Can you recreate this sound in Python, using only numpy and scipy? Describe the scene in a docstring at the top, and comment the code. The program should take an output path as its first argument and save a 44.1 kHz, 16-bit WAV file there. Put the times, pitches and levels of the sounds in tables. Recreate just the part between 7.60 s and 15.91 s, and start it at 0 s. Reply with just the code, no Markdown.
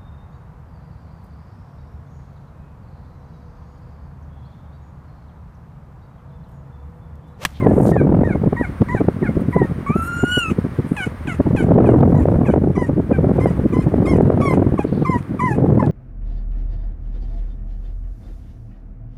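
"""A newborn puppy in a cardboard box gives short arched whimpers while a hand lifts and strokes it.
At 2.3 s comes one long high squeal, then falling yelps mix with whimpers, brighter from 4.7 s.
Calls are harmonic stacks with breath. Fur rustles are filtered noise, clicks are damped noisy sines.
A three-blade fan blows on a phone microphone throughout: noise-burst buffets, sparser from 2 to 3.8 s, then
dense again, over wind noise lumped at the blade rate and the steady shaped noise of the fan in the room."""
import sys
import numpy as np
from scipy import signal
from scipy.fft import rfft, irfft, next_fast_len
from scipy.io import wavfile
from scipy.ndimage import uniform_filter1d, minimum_filter1d

SR = 44100
rng = np.random.default_rng(int(sys.argv[2]) if len(sys.argv) > 2 else 0)


def dump_mix(stems):
    """Bounce the given channels to the path in sys.argv[1] as a 16-bit WAV at rate SR."""
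    frames = np.atleast_2d(stems).T  # one column per channel
    limited = np.clip(frames, -1, 1)  # hard clip at full scale
    pcm = np.round(limited * 32767).astype(np.int16)
    wavfile.write(sys.argv[1], SR, pcm)


def field_ratio(decibels):
    """Amplitude ratio for a level in dB (20 dB per decade); scalars and array-likes work."""
    return 10 ** (np.asarray(decibels, dtype=float) / 20)


N = 366471


def evened(x):
    """Scales to unit rms."""
    return x / np.sqrt(np.mean(x ** 2) + 1e-20)


def read(points, hz):
    """Reads a (hz, db) curve on a log-frequency axis."""
    point_hz, point_db = np.transpose(points)
    return np.interp(np.log(hz + 1), np.log(point_hz + 1), point_db)


def add(mix, start_s, sound):
    """Mixes a sound in from start_s, cut to the length of the mix."""
    at = round(start_s * SR)
    sound = sound[max(-at, 0):]
    part = mix[max(at, 0):][:len(sound)]
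    part += sound[:len(part)]


def noise(points):
    """Steady unit-rms noise of a given spectrum."""
    size = next_fast_len(N)
    spectrum = rfft(rng.standard_normal(size))
    spectrum = spectrum * field_ratio(read(points, np.fft.rfftfreq(size, 1 / SR)))
    return evened(irfft(spectrum, size)[:N])


def wander(count, smooth_samples):
    """Slow random curve of unit rms: white noise smoothed twice."""
    once = uniform_filter1d(rng.standard_normal(count), int(smooth_samples))
    return evened(uniform_filter1d(once, int(smooth_samples)))


def level(curve):
    """A (time_s, level_db) curve as a gain for every sample."""
    return field_ratio(np.interp(np.arange(N) / SR, *np.transpose(curve)))


# colour of nose and mouth on upper harmonics and breath: [hz, relative_db]
MUZZLE_COLOUR = [(2500, 10), (3100, -4), (3800, -7), (4500, -8), (5300, -10), (7000, -4), (8800, -9),
                 (10800, -4), (12300, -17), (15000, -33)]


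def whimper(mix, call, mouth, breath):
    """A harmonic stack with slight flutter, a little breath, and a puff when the folds part."""
    start_s, hz, first_db, second_db, third_db, upper_db = call
    mouth_hz, mouth_peak_db = mouth
    t = np.arange(len(hz)) / SR
    hz = uniform_filter1d(hz, size=220, mode="nearest")  # the folds round off every turn of pitch
    flutter = 0.007 * wander(len(t), 100) + 0.0051 * wander(len(t), 330)
    phase = 2 * np.pi * np.cumsum(hz * (1 + flutter)) / SR

    voice = np.zeros(len(t))
    for k, db in enumerate((first_db, second_db, third_db), 1):
        voice += field_ratio(db + 1.02 * wander(len(t), 200)) * np.sin(k * phase)
    for k in range(4, 19):
        mouth_db = mouth_peak_db * np.exp(-((k * hz - mouth_hz) / 600) ** 2)
        patchy_db = 3.9 * wander(len(t), 600)
        harmonic_db = upper_db - 10 + read(MUZZLE_COLOUR, k * hz) + mouth_db + patchy_db
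        voice += field_ratio(harmonic_db) * np.sin(k * phase + k * k)

    air = breath[round(start_s * SR):]
    voice = np.sqrt(2) * voice + field_ratio(upper_db - 15) * air[:len(t)]
    add(mix, start_s, voice * signal.windows.tukey(len(t), min(0.0022 * SR / len(t), 1)))

    puff = air[len(t):][:2500]
    after_s = np.arange(len(puff)) / SR
    swell = after_s / 0.0048 * np.exp(1 - after_s / 0.0074)
    tail = 0.32 * np.exp(-after_s / 0.019)
    add(mix, start_s + t[-1], field_ratio(np.median(upper_db) + 1) * puff * (swell + tail))


# nose, on the fundamental: [hz, gain_db]
NOSE_COLOUR = [(680, -6.5), (850, -2), (1000, 0), (1200, 1.5)]
# throat, on harmonics 2 and 3: [hz, gain_db]
THROAT_COLOUR = [(1300, 2), (1600, -5), (2000, -2.5), (2350, -5), (2600, -23.5), (2900, -41), (3500, -45)]
LATE_FROM_S = 4.7  # from here whimpers are brighter, with longer catches
EARLY_CATCH_S, LATE_CATCH_S, CATCH_RISE = 0.005, 0.012, 0.19  # brief higher pitch at the opening
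ATTACK_S, RELEASE_S = 0.0044, 0.0076
SWELL_DB, THROAT_SWELL_DB = 1, 1  # strongest, and throat widest, mid-call


def breath_out(start_s, length_s, hz, first_db, throat_db, upper_db, mouth):
    """Attack, swell and release; nose and throat colour the three lowest harmonics."""
    throat_stretch, third_floor_db, mouth_hz, mouth_db = mouth
    t = np.arange(len(hz)) / SR
    catch_s = LATE_CATCH_S if start_s > LATE_FROM_S else EARLY_CATCH_S
    hz = hz * (1 + CATCH_RISE * (t < catch_s))
    edge = np.clip(np.minimum(t / ATTACK_S, (length_s - t) / RELEASE_S), .03, 1)
    middle = np.sin(np.pi * t / length_s) - .5
    effort_db = 20 * np.log10(edge) + SWELL_DB * middle

    throat_db = throat_db + THROAT_SWELL_DB * middle
    first_db = first_db + read(NOSE_COLOUR, hz)
    second_db = throat_db + read(THROAT_COLOUR, 2 * hz / throat_stretch)
    third_db = throat_db + read(THROAT_COLOUR, 3 * hz / throat_stretch)
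    third_db = np.maximum(third_db, upper_db + third_floor_db)
    dbs = (first_db, second_db, third_db, upper_db)
    return (start_s, hz, *(db + effort_db for db in dbs)), (mouth_hz, mouth_db)


# throat_stretch, third_floor_db (re treble), mouth_hz, mouth_db
EARLY_MOUTH = (0.98, -17, 3899, 7.5)
LATE_MOUTH = (1, -7.5, 5406, 10)
BEFORE_CREST = 0.945  # opening pitch, share of crest
FALL_HASTE = 1.08  # the fall ends a little before the call


def arch(start_s, length_s, crest_hz, crest_share, end_hz, *dbs):
    """Pitch eases up to a crest, then down, unless the crest is at the very end."""
    mouth = LATE_MOUTH if start_s > LATE_FROM_S else EARLY_MOUTH
    u = np.arange(0, length_s, 1 / SR) / length_s
    rise = np.sin(np.pi / 2 * np.minimum(u / crest_share, 1)) ** 2
    up = BEFORE_CREST + (1 - BEFORE_CREST) * rise
    fall_share = np.clip(FALL_HASTE * (u - crest_share) / (1 - crest_share), 0, 1)
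    down = np.sin(np.pi / 2 * fall_share) ** 2
    return breath_out(start_s, length_s, crest_hz * up + (end_hz - crest_hz) * down, *dbs, mouth)


# yelping mouth: [throat_stretch, third_floor_db (re treble), mouth_hz, mouth_db]
YELPING_MOUTH = (1.12, -9.5, 2897, 12.5)
SAG = 2.2  # exponential decay of pitch over one call


def yelp(start_s, length_s, start_hz, end_hz, *dbs):
    """Pitch drops fast, then more slowly."""
    u = np.arange(0, length_s, 1 / SR) / length_s
    left = (np.exp(-SAG * u) - np.exp(-SAG)) / (1 - np.exp(-SAG))
    return breath_out(start_s, length_s, end_hz + (start_hz - end_hz) * left, *dbs, YELPING_MOUTH)


# course of the long squeal: [time_s, pitch_hz, fundamental_db, second_db, treble_db]
SQUEAL_COURSE = [(2.263, 1097, -28, -39, -56), (2.318, 1183, -33, -35.5, -56), (2.335, 1252, -29, -50, -60),
                 (2.379, 1357, -26.5, -49, -51), (2.405, 1329, -25, -46, -52),
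                 (2.494, 1393, -27.5, -52, -47), (2.656, 1421, -27, -44, -44),
                 (2.735, 1482, -26.5, -30, -38.5), (2.79, 1440, -25, -25.5, -35.5),
                 (2.86, 1312, -29, -27, -47.5), (2.903, 1262, -30, -46, -46)]
# squealing mouth: [mouth_hz, mouth_db]
SQUEALING_MOUTH = (7080, 8.5)
SQUEAL_THIRD_DB = -16.5  # third harmonic re treble


def squeal():
    """One long high cry; pitch and levels follow a table, the treble strongest late in it."""
    time_s, *columns = np.transpose(SQUEAL_COURSE)
    t = np.arange(time_s[0], time_s[-1], 1 / SR)
    hz, first_db, second_db, upper_db = (np.interp(t, time_s, column) for column in columns)
    return (time_s[0], hz, first_db, second_db, upper_db + SQUEAL_THIRD_DB, upper_db), SQUEALING_MOUTH


# arched calls: [start_s, length_s, crest_hz, crest_share, end_hz, fundamental_db, throat_db, treble_db]
ARCHED_CALLS = [(0.001, 0.11, 1060, .02, 853, -36.5, -37.5, -62),
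                (0.317, 0.11, 921, .15, 754, -50, -33, -60.5),
                (0.634, 0.11, 932, 0.18, 717, -37.5, -35, -62),
                (0.962, 0.1, 978, .42, 708, -35, -31.5, -59),
                (1.283, 0.11, 1005, .45, 755, -33.5, -31, -55.5),
                (1.623, 0.067, 938, 0.045, 704, -37, -33, -65),
                (1.924, 0.13, 1012, 0.29, 920, -33, -32, -58.5),
                (4.541, .075, 1005, .43, 868, -36.5, -41, -53.5),
                (5.151, 0.11, 1015, .4, 934, -38.5, -35.5, -53.5),
                (5.794, 0.1, 1055, .5, 967, -40, -38.5, -52),
                (6.123, .094, 1049, 1, 920, -38, -39.5, -51.5),
                (6.453, 0.099, 1097, .48, 977, -34.5, -33, -46),
                (6.803, 0.13, 1143, .27, 1024, -29, -30, -45.5),
                (7.447, 0.13, 1052, 0.35, 957, -26.5, -33.5, -51.5),
                (7.791, 0.15, 1022, .37, 831, -25.5, -29.5, -51),
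                (8.192, 0.057, 890, .2, 843, -23.5, -36, -59)]
# falling calls: [start_s, length_s, start_hz, end_hz, fundamental_db, throat_db, treble_db]
FALLING_CALLS = [(3.362, 0.089, 899, 734, -36, -31.5, -47), (3.668, 0.07, 874, 655, -38.5, -35, -49),
                 (3.959, 0.063, 906, 726, -35, -35.5, -47.5), (4.252, 0.074, 897, 686, -32.5, -41, -53.5),
                 (4.847, 0.069, 1010, 734, -37.5, -39.5, -53.5), (5.514, 0.059, 879, 758, -39, -41, -66),
                 (7.176, 0.047, 970, 788, -30.5, -40, -52.5)]


def puppy():
    """All calls, with the short echoes of the cardboard box as decaying noise."""
    voice, breath = np.zeros(N), noise(MUZZLE_COLOUR)
    for row in ARCHED_CALLS:
        whimper(voice, *arch(*row), breath)
    for row in FALLING_CALLS:
        whimper(voice, *yelp(*row), breath)
    whimper(voice, *squeal(), breath)
    t = np.arange(4000) / SR
    box = rng.standard_normal(len(t)) * field_ratio(-60 * t / 0.091) * (t > .002)
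    return voice + field_ratio(-5) * signal.oaconvolve(voice, box / np.linalg.norm(box))[:N]


# fur and paws on hand and cardboard, one faint hiss near the end:
# [start_s, end_s, start_db, end_db, centre_hz, width_hz]
BRUSHES = [(0.04, 0.285, -64.5, -46, 9300, 6000), (0.256, .325, -42.5, -48.5, 7800, 9650),
           (1.8, 1.827, -59.5, -61, 12000, 7000), (1.896, 2.0, -64, -65, 11200, 4980),
           (2.36, 2.418, -57, -54, 10700, 2500), (2.414, 2.49, -50.5, -46.5, 10900, 6350),
           (2.897, 2.93, -36, -54, 2550, 800), (3.251, 3.46, -62, -60, 9800, 4000),
           (6.603, 6.632, -56, -63, 8000, 8000), (7.242, 7.46, -64.5, -56, 3450, 1980),
           (7.254, 7.46, -64, -71, 4460, 70)]


def rustles():
    """Grainy rubbing as band-passed noise."""
    out = np.zeros(N)
    for start_s, end_s, start_db, end_db, hz, width_hz in BRUSHES:
        count = round((end_s - start_s) * SR)
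        edges_hz = np.clip([hz - width_hz / 2, hz + width_hz / 2], 200, .45 * SR)
        band = signal.butter(3, edges_hz, "band", fs=SR, output="sos")
        hiss = evened(signal.sosfilt(band, rng.standard_normal(count)))
        grain_db = np.linspace(start_db, end_db, count) + 2.0 * wander(count, 150)
        add(out, start_s, field_ratio(grain_db) * hiss * signal.windows.tukey(count, .3))
    return out


# short clicks; those at 1.22 and 4.41 s are overload clicks on strong buffets: [time_s, level_db, centre_hz]
SHORT_CLICKS = [(1.2185, -23, 3010), (2.3545, -34, 10900), (2.5844, -36, 7200), (4.4083, -23.5, 3400),
                (7.6274, -36.5, 3370), (8.2632, -30, 3570)]


def clicks():
    """Fast-damped noisy sines."""
    out = np.zeros(N)
    t = np.arange(400) / SR
    for time_s, db, hz in SHORT_CLICKS:
        ring = np.sin(2 * np.pi * hz * t) + 0.26 * rng.standard_normal(len(t))
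        add(out, time_s, field_ratio(db) * ring * np.exp(-t / 0.00028))
    return out


# wind buffets on the microphone: [peak_s, thud_db, rip_db (re thud), width_ms (bell sigma is 0.6 of it)]
WIND_BUFFETS = [(0.064, -9.7, 3.5, 7.7), (0.095, -9.5, -12.5, 5.3), (0.168, -8.5, -12, 7.3),
                (0.18, -14, 1, 4.1), (0.209, -8, -3.5, 4), (0.235, -11, -5.5, 5), (0.255, -14.5, 3, 4.4),
                (0.278, -12.5, -11, 5.6), (0.292, -4, -5.5, 5.0), (0.318, -13.5, 4.5, 4.9),
                (0.366, -12.5, 6, 12.1), (0.415, -11, -3.5, 13), (0.437, -14, -11.1, 8.8),
                (0.525, -2, -11.5, 5.0), (0.547, -5.5, -13.5, 9.0), (0.59, -15, -7, 7.4),
                (0.62, -9.5, -11, 7.5), (0.635, -11.5, -0.5, 2.7), (0.675, -17.5, 2.8, 3.7),
                (0.757, -16, -4, 12), (0.865, -10, -10, 6.4), (0.876, -2.5, -12, 5.1),
                (0.93, -13, -0.5, 7.5), (1.013, -10, -11, 5.1), (1.219, -0.5, -7.5, 10),
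                (1.35, -8.5, -5.5, 3.8), (1.412, -11, -2.5, 13.6), (1.486, 2.5, -6.5, 4.7),
                (1.628, -12, -18.5, 11), (1.693, -10, -11.5, 4.4), (1.771, -11.5, -30, 4.9),
                (1.89, -11.5, -18.5, 9.6), (1.966, -4.5, -4, 12), (2.02, -5, -2, 9.8),
                (2.305, -10.1, -13, 11), (2.363, -11.5, -10.5, 8.3), (2.638, -4.5, -6.5, 7.7),
                (2.777, -12.5, -6, 8.1), (2.916, -13.5, -19, 19), (2.988, -7, -20.5, 4.8),
                (3.049, -13.5, -22, 6.6), (3.195, -12.0, -15.5, 11.5), (3.32, -9.1, -18.5, 7.1),
                (3.804, -2.5, -6.5, 9.4), (3.87, -14, -9, 17), (3.951, -8, -14, 3.1),
                (4.045, -9.5, -9.5, 12.9), (4.119, -3.5, -3, 9.2), (4.164, -3, -8.5, 7.5),
                (4.181, -4.5, -11, 6.9), (4.205, -14, 3.5, 5.0), (4.245, -12, 0, 11), (4.291, -4, -1, 4.1),
                (4.319, -12, -3.3, 9.3), (4.334, -9.5, -4, 5.9), (4.361, -11.5, -3.5, 13),
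                (4.408, -11, -2.5, 6.7), (4.477, -14, -2, 5.5), (4.609, -14.5, -8.5, 2.7),
                (4.657, -10, 3, 2.9), (4.686, -8.5, -3, 8.2), (4.758, -13, -5, 5.1), (4.901, -3, -4.9, 4.8),
                (4.94, -13, 5.5, 6.6), (4.962, -13.5, 2, 7), (4.979, -8, -6.5, 11), (5.042, -12.5, -4, 8.2),
                (5.074, -8, -8.4, 5.4), (5.104, -12, -13, 11), (5.18, -6, -2.5, 5.2),
                (5.296, -14.5, -5.5, 10.0), (5.38, -12.5, -20, 18), (5.514, -12.5, -0.5, 12),
                (5.591, -12, -18, 9.5), (5.645, -10.5, -4, 7.3), (5.792, -11, -2.5, 3.7),
                (5.859, -3.5, 2.5, 3.3), (6.059, -1, -18.5, 8.4), (6.136, -13.5, -23, 8.3),
                (6.169, -8.5, -6.5, 9), (6.192, -3, -13, 7.9), (6.273, -11, -7.5, 18.3),
                (6.342, -6, 0.5, 5.5), (6.405, -7, -13, 7.5), (6.482, -16.5, -4.5, 10.4),
                (6.536, -3.5, -3, 5.7), (6.561, -8, -8, 7.3), (6.586, -8, -1.5, 6.8), (6.609, -4, -2, 4.5),
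                (6.703, -12, 10, 5.3), (6.744, -25, 2, 2.6), (6.776, -14.5, -3, 8.3),
                (6.803, -8.5, -4, 5.7), (6.854, -16.5, -9, 3.8), (6.911, -13.5, -7, 6.3),
                (6.937, -15.5, 2.5, 11), (6.997, -7, -9, 6.5), (7.07, -0.5, -8.5, 7.9),
                (7.125, -6.5, -12, 5.3), (7.142, -11, -11, 4.2), (7.194, -11.5, -0.5, 5.2),
                (7.25, -11, -8, 5.5), (7.327, -10.5, -15, 6.6), (7.42, -14.5, -17.5, 13.5),
                (7.561, -14, -12.5, 8.3), (7.712, -20, -26.0, 7.3), (7.965, -17.5, -13.5, 4.3),
                (7.985, -8, -4.5, 12), (8.091, -15, -9, 8.3), (8.228, -8.5, 3, 4.8)]
# spectrum of the low thud: [hz, relative_db_per_hz]
THUD_SPECTRUM = [(20, -55), (45, -53), (80, -4.5), (150, 0.5), (260, -2.5), (400, -10), (600, -27),
                 (1000, -56), (3000, -82)]
# spectrum of the brighter rip: [hz, relative_db_per_hz]
RIP_SPECTRUM = [(200, -15), (400, 3), (520, 1), (750, -7), (1100, -18.5), (1800, -32), (3000, -49),
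                (8000, -76.5)]


def buffets():
    """Each eddy sweeps past the port as a bell-shaped thud; a brighter rip snaps at its crest."""
    out, thud, rip = np.zeros(N), noise(THUD_SPECTRUM), noise(RIP_SPECTRUM)
    t = np.arange(-1800, 1800) / SR
    click = np.eye(1, len(t), len(t) // 2)[0]
    shape = rfft(click) * field_ratio(read(RIP_SPECTRUM, np.fft.rfftfreq(len(t), 1 / SR)))
    for peak_s, thud_db, rip_db, width_ms in WIND_BUFFETS:
        at = (round(peak_s * SR) + np.arange(len(t))) % N
        bell = np.exp(-.5 * (t / (0.6 * width_ms / 1000)) ** 2) * np.hanning(len(t))
        burst = thud[at] * bell
        burst *= np.linalg.norm(bell) / np.linalg.norm(burst)
        add(out, peak_s + t[0], field_ratio(thud_db) * burst)
        snap = irfft(shape * np.exp(2j * np.pi * rng.random()), len(t))  # one sharp swing of pressure
        snap = 2.17 * snap / abs(snap).max()
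        add(out, peak_s + t[0], field_ratio(thud_db + rip_db) * (snap + 0.82 * rip[at] * bell ** 1.84))
    return out


# wind between buffets, before layer gains: [time_s, level_db]
WIND_LEVEL = [(0.0, -14), (0.58, -16.5), (1.04, -28.5), (1.92, -24), (2.45, -29.5), (3.66, -32),
              (3.86, -25), (4.0, -16.5), (4.26, -12.5), (5.48, -22), (5.78, -16.5), (6.16, -24.5),
              (6.5, -13), (7.17, -19.5), (7.43, -25), (7.64, -28), (8.01, -15), (8.31, -18)]
# weak flow, duller: [hz, relative_db_per_hz]
DRIFT_SPECTRUM = [(20, -45), (45, -30.5), (80, -0.5), (140, 0), (220, -6.5), (350, -19), (600, -41),
                  (3000, -90)]
# deep wind rumble: [hz, relative_db_per_hz]
RUMBLE_SPECTRUM = [(15, -22), (28, -19), (40, -0.5), (60, 7), (90, 11.5), (150, -60.5)]
# level of that rumble: [time_s, level_db]
RUMBLE_LEVEL = [(0, -31.5), (.62, -30.5), (3.54, -38), (4.53, -19), (5.3, -31), (6.59, -25.5), (6.75, -48),
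                (8.31, -51)]
FAN_TURNS_PER_S, BLADES = 14.68, 3
TURN_BEAT_DB, TURN_PHASE_TURNS = 2, 0.92  # one blade pushes harder, once a turn
GUST_DB = 2.0


def wind():
    """Every blade pass sends a lump of random size; louder lumps are brighter. A deep rumble lies under."""
    t = np.arange(N) / SR
    passes = t * FAN_TURNS_PER_S * BLADES + 0.36 + 0.17 * wander(N, 4150)
    size_db = 5.2 * rng.standard_normal(int(passes.max()) + 2)
    size_db = size_db[np.maximum(passes, 0).astype(int)]
    lumps = evened(0.56 + field_ratio(size_db) * abs(np.sin(np.pi * passes)) ** 1.55)
    beat_db = TURN_BEAT_DB * np.cos(2 * np.pi * (t * FAN_TURNS_PER_S - TURN_PHASE_TURNS))
    flow = level(WIND_LEVEL) * lumps * field_ratio(beat_db + GUST_DB * wander(N, 2500))
    # steeper powers of flow feed the brighter layers
    drift = field_ratio(-3.5) * flow * noise(DRIFT_SPECTRUM)
    thud = field_ratio(6) * flow ** 1.346 * noise(THUD_SPECTRUM)
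    rip = field_ratio(6.5) * flow ** 2 * noise(RIP_SPECTRUM)
    rumble = level(RUMBLE_LEVEL) * noise(RUMBLE_SPECTRUM)
    return drift + thud + rip + rumble


# fan noise in the room: [hz, relative_db_per_hz]
ROOM_SPECTRUM = [(260, -36), (450, 5), (802, -1.5), (1140, 2.5), (1250, 0.5), (1730, -3), (2040, -5),
                 (2290, -8.5), (2550, -13.5), (2820, -15), (3910, -21), (7960, -32), (8830, -27.5),
                 (15500, -33)]
# drift of its level: [time_s, level_db]
ROOM_COURSE = [(0, -41.5), (.45, -49), (1.11, -43.5), (3.1, -42.5), (3.98, -43), (4.19, -44), (5.25, -49),
               (5.78, -42.5), (7.2, -45), (8.31, -48)]


def room():
    """Smooth fan noise with faint slow flicker."""
    return level(ROOM_COURSE) * field_ratio(0.59 * wander(N, 900)) * noise(ROOM_SPECTRUM)


def scene():
    """Puppy, rustles, clicks, wind and fan at one microphone."""
    return (puppy() + rustles() + clicks() + buffets() + wind() + room())[None]


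def limiter(x, ceiling, ratio):
    """Fast gain control: peaks above the ceiling briefly pull the whole sound down."""
    peak = -minimum_filter1d(-abs(x), size=500)
    gain = np.minimum(1, ceiling / (peak + 1e-9)) ** np.clip(1 - 1 / ratio, 0, 1)
    return x * uniform_filter1d(gain, size=400)


def low_pass(x):
    """Removes everything above the highest recorded frequency."""
    return signal.sosfilt(signal.butter(12, 15800, fs=SR, output="sos"), x)


# resonance of the microphone port: [centre_hz, width_hz, gain_db]
PORT_RESONANCE = (8750, 340, 7.9)


def record(dry):
    """The port resonance lifts the treble; a limiter and a soft overload hold the strongest buffets."""
    hz, width_hz, gain_db = PORT_RESONANCE
    peak = signal.lfilter(*signal.iirpeak(hz, hz / width_hz, SR), dry)
    coloured = dry + (field_ratio(gain_db) - 1) * peak
    limited = limiter(coloured, ceiling=0.46, ratio=2.86)
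    mix = 1.305 * np.tanh(limited / 1.05)
    return low_pass(mix)


dry = scene()
out = record(dry)
dump_mix(out)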